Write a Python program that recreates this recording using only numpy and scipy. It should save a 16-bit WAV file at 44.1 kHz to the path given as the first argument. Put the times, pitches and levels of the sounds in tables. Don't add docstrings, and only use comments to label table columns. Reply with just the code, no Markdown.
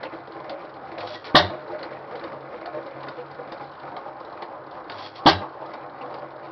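import sys
import numpy as np
from scipy import signal
from scipy.fft import rfft, irfft
from scipy.io import wavfile
from scipy.ndimage import uniform_filter1d

SR = 44100
rng = np.random.default_rng(int(sys.argv[2]) if len(sys.argv) > 2 else 0)


def volts_from_db(level):
    exponent = np.asarray(level, float) / 20
    return 10 ** exponent


def to_wav(sig):
    pcm = np.clip(np.atleast_2d(sig), -1, 1) * 32767
    pcm = np.round(pcm).astype(np.int16)
    wavfile.write(sys.argv[1], SR, pcm.T)


N = 287091
TIME = np.arange(N) / SR

# [f/Hz, width/Hz, level/dB]
HOPPER_MODES = [(714.5, 21, -4), (789, 30, 0.5), (863, 32, -2.5), (920.6, 26, -3), (1014.4, 23, -3.5),
                (1080, 31, -2.5), (1233, 88, -3.5)]
# [f/Hz, width/Hz, level/dB]
LINKAGE_MODES = [(1255, 29, -3), (1447, 44, 1.5), (1706, 190, 1.5), (1897, 120, -2), (2007, 83, -0.5),
                 (2336, 260, -2), (2880, 710, -16)]
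# [f/Hz, width/Hz, level/dB]
STEEL_MODES = [(2940, 380, -4), (3504, 370, 1), (3740, 395, 2.5), (3880, 180, 1), (4290, 390, -2),
               (5000, 450, -5.5), (6200, 320, -7.5)]
# [t/s, gear play level/dB, shaking of the iron level/dB]
CAM_TURNS = [(-0.42, 9, -34), (0.033, 6, -37.5), (0.4958, -5, -36.5), (0.9794, -4, -36.5),
             (1.424, 2.5, -34), (1.8288, 3.5, -34), (2.2384, -4.5, -35.5), (2.657, -2, -35),
             (3.084, 4, -37), (3.5205, 4, -38), (3.9655, 3.5, -37.5), (4.4224, -0.5, -39),
             (4.8998, -9, -38), (5.332, -4.5, -37), (5.7364, -1.5, -36), (6.141, 0, -36.5),
             (6.553, -6, -38)]
# [t/s, level/dB, slowness/1]
LATCH_EVENTS = [
    (0.981, -0.5, 1.03),
    (4.8998, -0.5, .98),
]
# [t/s, thud level/dB, hiss level/dB, hush of the iron/dB]
SNORT_COURSE = [(.005, -65.5, -51.5, 0), (.04, -51.5, -50, -0.5), (.078, -48.5, -46, 2),
                (0.104, -55.5, -42, -3), (.168, -53.5, -40, 3.5), (0.201, -59, -50.5, -7.5),
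                (.25, -63, -57.5, -0.5), (0.267, -62, -40, 1), (.345, -58, -63, 0)]
# [t/s, first pressure pulse level/dB]
FIRINGS = [
    (1.3457, -6.0),
    (5.2573, -7.5),
]


def rms_one(x):
    return x / np.sqrt(np.mean(x ** 2) + 1e-20)


def in_time(rows):
    s, *columns = np.transpose(rows)
    return [np.interp(TIME, s, c) for c in columns]


def shifted(start_s, rows, slowness=1):
    return [(start_s + slowness * s, *rest) for s, *rest in rows]


def gate(rows, rise_s, fall_s):
    opening = np.clip((TIME - rows[0][0]) / rise_s + 1, 0, 1)
    closing = np.clip((rows[-1][0] - TIME) / fall_s, 0, 1)
    return opening * closing


def drift(rate):
    r = np.exp(-80 * np.pi * rate / SR)
    noise = rng.standard_normal(N // 40 + 2002)
    slow = signal.lfilter([1], [1, -2 * r, r * r], noise)[2000:]
    return np.interp(np.arange(N) / 40, np.arange(len(slow)), rms_one(slow))


def body(force, modes, wander_db):
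    out = 0
    for k, (hz, width_hz, level_db) in enumerate(modes):
        r = np.exp(-np.pi * width_hz / SR)
        drive = force * volts_from_db(wander_db * drift(8.0))
        poles = [1, -2 * r * np.cos(2 * np.pi * hz / SR), r * r]
        rung = signal.lfilter([1, 0, -1], poles, drive)
        out = out + (-1) ** k * volts_from_db(level_db) * np.sqrt(1 - r * r) / 2 * rung
    return out


def strength(modes):
    return np.sqrt(np.sum(volts_from_db(2 * np.array(modes)[:, 2])))


def struck(modes, start_s, ring_db, rise_s, flutter_db):
    out, past, i = np.zeros(N), TIME[:SR // 2], round(start_s * SR)
    for (hz, level_db, t60), phase in zip(modes, rng.random(len(modes))):
        decay_db = -60 * past / np.clip(t60, .04, .35)
        fading_db = ring_db + 0.7 * level_db + decay_db + flutter_db * drift(30)[:len(past)]
        rise = np.minimum(past / rise_s, 1) ** 2
        out[i:i + len(past)] += rise * volts_from_db(fading_db) * np.sin(2 * np.pi * (hz * past + phase))
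    return out


def contacts(per_s, spread_db):
    sizes = volts_from_db(spread_db * np.minimum(rng.exponential(1, N), 4)) * rng.choice([-1, 1], N)
    return rms_one(sizes * (rng.random(N) < per_s / SR))


def bursts(times, peaks_db, t60, snap):
    out = np.zeros(N)
    for s, peak_db in zip(times, peaks_db):
        i = round(s * SR)
        past = TIME[:min(SR // 6, N - i)]
        out[i:i + len(past)] += volts_from_db(peak_db) * (volts_from_db(-60 * past / t60) + snap * volts_from_db(-60 * past / .02))
    return out


def tooth_force(s, peak_db):
    force = bursts(s, peak_db - 11.5, t60=0.12, snap=0.99) * rng.standard_normal(N) + 1e-9
    force[np.round(s * SR).astype(int)] += volts_from_db(peak_db + 9.5)
    return force


def cam_phase():
    return np.interp(TIME, np.array(CAM_TURNS)[:, 0], np.arange(len(CAM_TURNS)))


def recurring_knocks():
    # [share of the turn/1, level/dB]
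    turn_knocks = np.array([(0.198, -33), (0.398, -43.5), (0.521, -32), (.61, -39.5), (0.693, -30.5),
                            (0.795, -32), (0.893, -28.5), (0.999, -25.5)])
    start, play_db, _ = np.transpose(CAM_TURNS)
    s = start[:-1, None] + np.diff(start)[:, None] * turn_knocks[:, 0]
    scatter_db = 1.5 * rng.standard_normal(s.shape)
    db = turn_knocks[:, 1] + play_db[:-1, None] + scatter_db
    heard = (s > .01) & (s < N / SR - .01)
    return s[heard], db[heard]


def shake_db():
    # [share of the turn/1, level/dB]
    bearing_load = [(0, 3), (0.058, 3), (0.149, 0), (.24, 3.5), (0.399, -3), (0.641, -1), (.74, 2.5),
                    (.85, 0.5), (1.001, 2.5)]
    hush = sum(in_time(shifted(s, SNORT_COURSE, slowness))[2] for s, _, slowness in LATCH_EVENTS)
    start, *_, vigour_db = np.transpose(CAM_TURNS)
    middle = start + np.gradient(start) / 2
    load_db = np.interp(cam_phase() % 1, *np.transpose(bearing_load))
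    return np.interp(TIME, middle, vigour_db) + load_db + hush


def yard_noise():
    # [f/Hz, level/dB]
    colour_points = np.array([(12, -61), (20, -29.5), (123, -6.5), (236, -13.5), (316, 1.5), (392, -2.5),
                              (773, -4), (1450, -3.5), (2650, -30.5), (4410, -40), (5360, -41), (6500, -69),
                              (8450, -101), (14300, -120)])
    hz = np.maximum(np.fft.rfftfreq(N, 1 / SR), 1)
    colour = volts_from_db(np.interp(np.log(hz), np.log(colour_points[:, 0]), colour_points[:, 1]))
    return volts_from_db(-46) * rms_one(irfft(rfft(rng.standard_normal(N)) * colour, N))


def shed_echo(x):
    t60_s, level_db = 0.31, -26.5
    past = TIME[:SR // 2]
    tail = rng.standard_normal(len(past)) * volts_from_db(-60 * past / t60_s) * (past > .006)
    tail = signal.lfilter([.4], [1, -.6], tail)
    return volts_from_db(level_db) * signal.fftconvolve(x, tail / np.sqrt(np.sum(tail ** 2)))[:N]


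def hiss():
    shake = shake_db()
    rubbing = contacts(5000, spread_db=-3.0)
    decay = volts_from_db(-60 * TIME[:SR // 20] / .035)
    dying = np.convolve(np.abs(contacts(90, spread_db=2.0)), decay)[:N]
    chatter = rms_one(dying * rng.standard_normal(N))
    grain = rms_one(body(.7 * rubbing + chatter, STEEL_MODES, wander_db=1))
    swell_s, half_s, swell_db = 3.68, 0.11, 7.5
    level_db = -64.5 + swell_db * np.exp(-((TIME - swell_s) / half_s) ** 2)
    return volts_from_db(level_db + .6 * (shake - np.mean(shake))) * grain


def breath():
    # [first level/dB, its sag/dB, second level/dB, its sag/dB]
    puff_levels = [(-62, 0, -58, 4), (-57.5, -2, -53, 4), (-66, -12, -56.5, -3), (-66, 1, -64, -10.5),
                   (-47, 15, -54.5, 10), (-50, 6, -54, 6), (-50.5, 2, -66.5, 1.5), (-47, 16, -47.5, 3),
                   (-52.5, 0, -52, 9), (-48, 16.5, -50.5, 6), (-60.5, 0, -61, 7), (-62, -7, -58, 3),
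                   (-62, 4, -62.5, -4), (-49, 10, -49.5, 23), (-55, 6, -54.5, 1.5), (-51.5, 7, -56, -5)]
    hum_hz, start_turns = 137, 0.14
    rise, end, gap_db = 0.13, 0.89, -21.5
    strokes = np.maximum(2 * (cam_phase() - start_turns), 0)
    level_db, sag_db = np.reshape(puff_levels, (-1, 2))[strokes.astype(int)].T
    share = strokes % 1
    shape_db = np.interp(share, [0, rise, end, 1], [gap_db, 0, 0, gap_db])
    sagging_db = sag_db * np.maximum(share - rise, 0) / (end - rise)
    level = uniform_filter1d(volts_from_db(level_db + shape_db - sagging_db), size=600)
    return np.sqrt(2) * level * np.sin(2 * np.pi * np.cumsum(hum_hz + 2.0 * drift(3.06)) / SR)


def scrapes():
    # [t/s, peak level/dB]
    ring_rubs = [(.05, -43), (2.11, -58), (2.325, -53), (2.54, -57), (2.749, -56), (3.19, -54),
                 (5.411, -43), (5.62, -61.5), (6.012, -53), (6.22, -62), (6.43, -66)]
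    # [f/Hz, width/Hz, level/dB]
    bore_modes = [(1970, 330, -1), (2700, 410, 4)]
    s, peak_db = np.transpose(ring_rubs)
    rub = uniform_filter1d(bursts(s, peak_db, t60=0.14, snap=.3), size=200)
    return rms_one(body(contacts(1500, spread_db=4.0), bore_modes, wander_db=4.5)) * rub


def blooms():
    # [t/s, f/Hz, level/dB]
    swelling_modes = [(0.066, 528, -30.5), (.14, 329.4, -37.5), (.374, 804, -34), (.504, 697, -34.5),
                      (.534, 555, -26.5), (.853, 781, -31.5), (1.043, 705, -30.5), (1.117, 608, -28.5),
                      (1.165, 1924, -37.5), (1.537, 629, -28.5), (1.542, 348, -32.5), (1.711, 820, -32.5),
                      (1.719, 347, -30), (1.741, 611, -29.5), (1.845, 308, -38), (2.15, 489, -29),
                      (2.549, 490, -31), (2.689, 710, -30.5), (2.759, 608, -27.5), (2.779, 490, -30),
                      (3.199, 492, -26), (3.402, 493, -31), (3.627, 807, -32.5), (3.856, 509, -36.5),
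                      (5.428, 610, -30.5), (5.434, 1130, -31), (5.622, 638, -33.5), (6.046, 495.3, -31),
                      (6.231, 585, -31), (4.54, 806, -34.5)]
    out, past = np.zeros(N + SR), TIME[:SR // 5]
    swell = (past / 0.034) ** 2 * np.exp(2 - 2 * past / 0.025)
    for (s, hz, level_db), phase in zip(swelling_modes, rng.random(len(swelling_modes))):
        i = max(round((s - .028) * SR), 0)
        out[i:i + len(past)] += volts_from_db(level_db + 1.5) * swell * np.sin(2 * np.pi * (hz * past + phase))
    return out[:N]


def rattle():
    # [t/s, peak level/dB]
    heavy_knocks = [(.06, -41), (0.919, -21), (0.981, -17.5), (1.028, -17.5), (1.14, -19), (1.259, -21),
                    (1.349, -23), (1.497, -22), (1.535, -21), (2.32, -26), (2.523, -39), (2.615, -23.5),
                    (3.037, -21.5), (3.071, -23), (3.386, -33), (3.475, -27.5), (3.833, -27.5),
                    (4.421, -22), (4.666, -31), (4.716, -40), (4.898, -27), (4.944, -20.5), (5.264, -6),
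                    (5.835, -34.5), (6.223, -27), (4.376, -36.5), (5.617, -30), (5.418, -16), (3.522, -38),
                    (6.017, -25)]
    # [t/s, peak level/dB]
    light_knocks = [(0.283, -29), (0.399, -34), (0.45, -27), (0.5, -25), (0.68, -37), (0.81, -33),
                    (1.081, -27), (1.615, -28), (1.706, -29), (1.835, -23), (1.918, -26), (2.408, -26),
                    (2.445, -22), (2.672, -22), (2.744, -30), (2.857, -15), (2.922, -32), (3.113, -19),
                    (3.19, -33), (3.598, -18), (3.855, -23), (3.918, -39.5), (3.971, -28), (4.064, -17),
                    (4.185, -30), (4.297, -21), (4.746, -23.5), (4.793, -28), (4.834, -36), (5.065, -21),
                    (5.547, -35.5), (5.662, -16.5), (5.81, -32), (6.1, -16), (6.339, -39)]
    # [f/Hz, width/Hz, level/dB]
    skid_modes = [(238, 287, -0.5), (317.6, 42, 1), (332, 21.3, 3), (347, 130, -2)]
    # [f/Hz, width/Hz, level/dB]
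    flywheel_modes = [(439.2, 43, -4.5), (504, 15, -2.5), (554, 19, -1), (610, 7.4, -1), (674, 65, -3.5)]
    # [t/s, share of the way/1]
    walk_course = [(0, 0.15), (1.0, 0.35), (2.0, 0.077), (3.0, 0.14), (4.0, 0.7), (5.0, 0.9), (6.5, 0.52)]
    # [level from behind/dB, level from the side/dB]
    radiation = [
        (-7, -7.5),
        (-6.5, -8),
        (-10, -2.5),
        (-14, -19.5),
    ]
    slack_s, loss_db = 0.014, 12.5
    listed = np.hstack([np.transpose(heavy_knocks), np.transpose(light_knocks) - [[0], [10]]])
    s, peak_db = np.hstack([listed, recurring_knocks()])

    crossing = np.bincount(np.round((listed[0] - 3.0 * slack_s) * SR).astype(int), minlength=N)[:N]
    lead_swell_db = 0.5 * signal.fftconvolve(crossing, np.hanning(round(2 * slack_s * SR)))[:N]
    chuffs = bursts(s - .002, peak_db - loss_db, t60=0.074, snap=1.5)
    force = volts_from_db(shake_db() + 2.5 + lead_swell_db) + chuffs
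    blows = np.zeros(N)
    blow_db = np.minimum(listed[1], -24) - loss_db + 11
    blows[np.round((listed[0] - .002) * SR).astype(int)] = volts_from_db(blow_db)

    out, (way,) = 0, in_time(walk_course)
    castings = (skid_modes, flywheel_modes, HOPPER_MODES, LINKAGE_MODES)
    rates = (1200, 1200, 900, 450)
    for modes, (behind_db, side_db), per_s in zip(castings, radiation, rates):
        shaking = contacts(per_s, spread_db=2.0)
        level = volts_from_db(behind_db + way * (side_db - behind_db))
        out = out + level * body(force * shaking + blows, modes, wander_db=2.0) / strength(modes)
    return out


def ticks():
    # [t/s, peak level/dB]
    latch_ticks = [(0.9813, -24), (1.0056, -25.5), (1.073, -26.5), (1.104, -31), (1.1437, -27.5),
                   (1.243, -27.5), (1.269, -28), (1.297, -34), (1.342, -27), (1.424, -40), (4.8978, -23.5),
                   (4.919, -26.5), (4.985, -27), (5.1582, -40), (5.19, -37), (5.252, -27), (5.332, -40.5)]
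    # [t/s, peak level/dB]
    teeth_before = [(0.0323, -27.5), (0.1271, -52), (0.2733, -40.5), (0.321, -41.5), (0.3516, -59),
                    (0.402, -43), (0.443, -46), (0.495, -26), (0.5926, -51), (0.7028, -54), (0.74, -41.5),
                    (0.822, -59.5), (0.8804, -45.5), (0.9156, -48)]
    # [t/s, peak level/dB]
    teeth_between = [(1.6441, -55.5), (1.718, -45), (1.7903, -38), (1.8292, -29.5), (1.9145, -48),
                     (1.9938, -49), (2.0343, -60), (2.0732, -51), (2.1096, -51), (2.1545, -33.5),
                     (2.1949, -39), (2.2388, -33.5), (2.2802, -46), (2.3216, -55), (2.4064, -45.5),
                     (2.4658, -58), (2.4882, -52), (2.5256, -55), (2.5805, -48), (2.6119, -45),
                     (2.6578, -31.5), (2.7451, -45.5), (2.8274, -45), (2.8639, -40), (3.006, -42),
                     (3.0315, -36), (3.0844, -31.5), (3.1672, -50), (3.2116, -48), (3.26, -48),
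                     (3.3133, -43), (3.3453, -43.5), (3.3867, -58), (3.4306, -51), (3.474, -42),
                     (3.5204, -30), (3.5762, -49), (3.6067, -56), (3.7533, -47.5), (3.7987, -40.5),
                     (3.8835, -48), (3.918, -51), (3.9654, -32), (4.0976, -55.5), (4.2038, -43),
                     (4.2482, -42), (4.2986, -47), (4.325, -44), (4.3724, -48.5), (4.4223, -31.5),
                     (4.6054, -53), (4.6648, -46), (4.7107, -41), (4.801, -50), (4.8414, -48),
                     (4.8813, -49)]
    # [t/s, peak level/dB]
    teeth_after = [(5.6155, -51), (5.6606, -40.5), (5.6923, -50), (5.7358, -32.5), (5.897, -47),
                   (5.9537, -58), (5.978, -53), (6.0121, -56), (6.0574, -45), (6.1028, -50), (6.1407, -34),
                   (6.1852, -47.5), (6.219, -61), (6.3044, -46), (6.3648, -57), (6.3887, -56)]
    teeth = np.transpose(teeth_before + teeth_between + teeth_after) + [[0], [5]]
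    s, peak_db = np.hstack([np.transpose(latch_ticks), teeth])
    steel = body(tooth_force(s, peak_db), STEEL_MODES, wander_db=1.5) / strength(STEEL_MODES)
    knocks = tooth_force(s, peak_db - 8 * (peak_db < -34))
    iron = body(knocks, HOPPER_MODES[3:] + LINKAGE_MODES, wander_db=3.0) / strength(LINKAGE_MODES)
    return steel + volts_from_db(-3.0) * iron


def snorts():
    # [f/Hz, width/Hz, level/dB]
    intake_modes = [(2070, 1100, -3.5), (3320, 130, -1), (3900, 1800, -1), (4580, 220, -1),
                    (5440, 2700, -4)]
    out, air = 0, rms_one(body(contacts(2500, spread_db=3), intake_modes, wander_db=.3))
    flutter_hz = 102 * (1 + 0.021 * drift(15.0))
    turn = 2 * np.pi * np.cumsum(flutter_hz) / SR
    for s, level_db, slowness in LATCH_EVENTS:
        rows = shifted(s, SNORT_COURSE, slowness)
        thud_db, hiss_db, _ = in_time(rows)
        thud = np.sqrt(2) * volts_from_db(thud_db) * np.sin(turn)
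        chopped = volts_from_db(hiss_db) * air * (1 + 0.15 * np.cos(turn))
        out = out + gate(rows, 0.0036, 0.013) * volts_from_db(level_db) * (thud + chopped)
    return out


def shell():
    # [f/Hz, level/dB, T60/s]
    shell_first = [(1620, -2.5, 0.11), (1680, -15, 0.32), (1670, -12.5, 0.51), (1840, -7.5, 0.13),
                   (2880, -12.5, 0.45), (3000, -3.5, 0.15), (3600, -0.5, 0.21), (3752, 1.5, 0.13),
                   (4102, -12.5, 0.4), (4120, -8, 0.12), (4797, -4.5, 0.13), (5044, -8.5, 0.17)]
    # [f/Hz, level/dB, T60/s]
    shell_second = [(1590, -2.5, 0.32), (1650, -10, 1.7), (2180, -23, 0.16), (3140, -6.5, 0.14),
                    (3600, -16.5, 0.26), (3900, -10, 0.39), (3700, -11.5, 0.22), (4237, -4.5, 0.066),
                    (4500, -9, 0.12), (4600, -2, 0.077), (5500, -5.5, 0.13), (5200, -22.5, 0.36)]
    # [f/Hz, level/dB, T60/s]
    cap_modes = [(3390, 0.5, .14), (3200, -5, 0.14), (3670, -2.5, 0.1), (1900, -3.5, .14),
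                 (1538, -3.5, .16)]
    out = 0
    firings = zip(FIRINGS, (shell_first, shell_second), (-24, -21.5), (-21, -32))
    for (s, _), modes, ring_db, cap_db in firings:
        out = out + struck(modes, s + .006, ring_db, 0.0046, 4.0)
        out = out + struck(cap_modes, s + 0.0056, cap_db, 0.0035, 1.5)
    return out


def throbs():
    # [t/s, fundamental level/dB, second harmonic level/dB, crack level/dB]
    throb_course = [(0.016, -48, -21, -35), (0.041, -39.5, -35.5, -52), (0.075, -35.5, -33.5, -55),
                    (0.108, -29, -44, -36), (.141, -39, -41.5, -56), (.181, -53, -54, -38)]
    out = 0
    for (s, _), phase in zip(FIRINGS, (0.28, 0.32)):
        rows = shifted(s, throb_course)
        first_db, second_db, crack_db = in_time(rows)
        hz = np.interp(TIME - s, [0, .11], [66.0, 95.6])
        turn = 2 * np.pi * (np.cumsum(hz * (TIME > s)) / SR + phase)
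        slap = np.exp(10.0 * (np.cos(turn) - 1)) * (TIME > s)
        crack = signal.sosfilt(signal.butter(2, [250, 1300], "band", fs=SR, output="sos"), slap)
        crack = crack / np.std(crack[TIME > s])
        note = volts_from_db(first_db) * np.cos(turn) + volts_from_db(second_db) * np.cos(2 * turn)
        out = out + gate(rows, .01, .02) * (np.sqrt(2) * note + volts_from_db(crack_db) * crack)
    return out


def pipe():
    # [f/Hz, level/dB, T60/s]
    pipe_first = [(296, -16, 0.13), (397, -24, 0.23), (608, -6, 0.13), (700, -13, 0.11), (930, -15.5, 0.15),
                  (1160, 2.5, 0.14)]
    # [f/Hz, level/dB, T60/s]
    pipe_second = [(299, -9.5, 0.15), (381, -15, 0.4), (452, -11.5, 0.07), (705, 3, 0.094),
                   (813, -5.5, 0.17), (903, -9.5, 0.23), (1004, -5.5, 0.093), (1140, -16, 0.28),
                   (1276, -16.5, 0.15)]
    # [t/s, level/dB, sign/1]
    end_slams = [(1.3528, -1, -1), (1.3575, -4, 1), (1.3645, -3, -1), (1.3725, -8, 1), (5.2672, 2, 1),
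                 (5.2752, 2.5, -1), (5.2882, -1.5, -1)]
    # [f/Hz, width/Hz, level/dB]
    wash_modes = [(1486, 800, 1.5), (2620, 1200, 2.5), (4320, 1800, -6.5)]
    out, wash = 0, rms_one(body(contacts(2000, spread_db=3), wash_modes, wander_db=2))
    firings = zip(FIRINGS, (pipe_first, pipe_second), (-9.5, -13.5), (-24, -18.5))
    for (s, _), modes, ring_db, wash_db in firings:
        past = np.clip(TIME - s, 0, 1)
        rise = np.minimum(past / 0.023, 1) ** 2
        out = out + volts_from_db(wash_db - 60 * past / 0.29) * rise * wash
        out = out + struck(modes, s, ring_db, 0.0039, 1.5)
    for s, level_db, sign in end_slams:
        late = np.clip((TIME - s) / .0003, -9, 9)
        out = out + sign * volts_from_db(level_db) * (1 - late ** 2) * np.exp(-late ** 2 / 2)
    return out


def trapped(x):
    return signal.lfilter(*signal.iirnotch(2470, 2470 / 270, fs=SR), x)


def blasts():
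    # [f/Hz, width/Hz, level/dB]
    silencer_low = [(323.4, 34, -6.5), (410, 19, -14), (589, 24, -5), (720, 150, 1), (944, 270, -1.5),
                    (1197, 90, -4.5)]
    # [f/Hz, width/Hz, level/dB]
    silencer_middle = [(1516, 150, 1.5), (1917, 110, 2), (2300, 240, -10)]
    # [f/Hz, width/Hz, level/dB]
    silencer_high = [(2906, 300, -4), (3080, 120, -2), (3300, 140, -2), (3650, 320, -1)]
    # [f/Hz, width/Hz, level/dB]
    silencer_top = [(4150, 650, 0.5), (4850, 380, -2.5), (5190, 250, -7), (6150, 260, -3.5)]
    # [low level/dB, middle level/dB, shell level/dB, baffle level/dB, top level/dB]
    section_levels = [(-13, -15.5, -16, -12, -16), (-13, -22.5, -15.5, -28, -16.5)]
    # [peak t/s, hold/s, T60/s, tail level/dB, tail T60/s]
    blowdown = [
        (0.014, 0.015, 0.16, -17.5, 0.74),
        (0.0083, 0.0072, 0.22, -23, 0.29),
        (0.005, 0.0068, 0.15, -23, 0.34),
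        (0.0094, 0.0053, 0.14, -17.5, 0.39),
        (0.017, 0.014, .12, -21, 0.34),
    ]
    # [roar lag/s, stretch of its hold/1]
    valve_timing = [(0.0014, 0.66), (0.0005, 0.96)]
    out, opens_s = 0, 0.0013
    sections = (silencer_low, silencer_middle, silencer_high[:3], silencer_high[3:], silencer_top)
    for modes, levels_db, course in zip(sections, np.transpose(section_levels), blowdown):
        peak_s, hold_s, t60, tail_db, tail_t60 = course
        roar = rms_one(body(contacts(2200, spread_db=3), modes, wander_db=1))
        gusts_db = 1.5 * drift(50.0)
        for (fired_s, _), level_db, (lag_s, stretch) in zip(FIRINGS, levels_db, valve_timing):
            s = fired_s + lag_s
            rise = np.clip((TIME - s - opens_s) / (peak_s - opens_s), 0, 1) ** 1.7
            past = np.maximum(TIME - s - peak_s - stretch * hold_s, 0)
            decay = volts_from_db(-60 * past / t60) + volts_from_db(tail_db + gusts_db - 60 * past / tail_t60)
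            out = out + volts_from_db(level_db) * rise * decay * roar
    return out


def shots():
    out = 0
    for s, level_db in FIRINGS:
        phase = np.clip((TIME - s) / .0036, 0, 30)
        envelope = np.minimum(phase / .3, 1) * volts_from_db(-6 * phase)
        out = out - volts_from_db(level_db + 2) * np.sin(2 * np.pi * phase) * envelope
    return out


def scene():
    steady = yard_noise() + hiss() + breath() + blooms() + rattle() + snorts() + throbs()
    sharp = ticks() + shots()
    exhaust = trapped(blasts() + pipe()) + shell()
    return (sharp + shed_echo(sharp) + steady + exhaust + scrapes())[None]


def top_cut(x):
    return signal.sosfilt(signal.butter(12, 15760, fs=SR, output="sos"), x)


def record(dry):
    ceiling, cutoff_hz, self_noise_db = .738, 6430, -107.0
    rounded = 1.08 * ceiling * np.tanh(dry / (1.08 * ceiling))
    sloped = signal.sosfilt(signal.butter(5, 5300, fs=SR, output="sos"), rounded)
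    narrow = signal.sosfilt(signal.cheby2(14, 78, cutoff_hz * 1.057, fs=SR, output="sos"), sloped)
    clipped = np.clip(narrow, -ceiling, ceiling)
    finished = clipped + volts_from_db(self_noise_db) * rng.standard_normal(dry.shape)
    return top_cut(finished)


dry = scene()
out = record(dry)
to_wav(out)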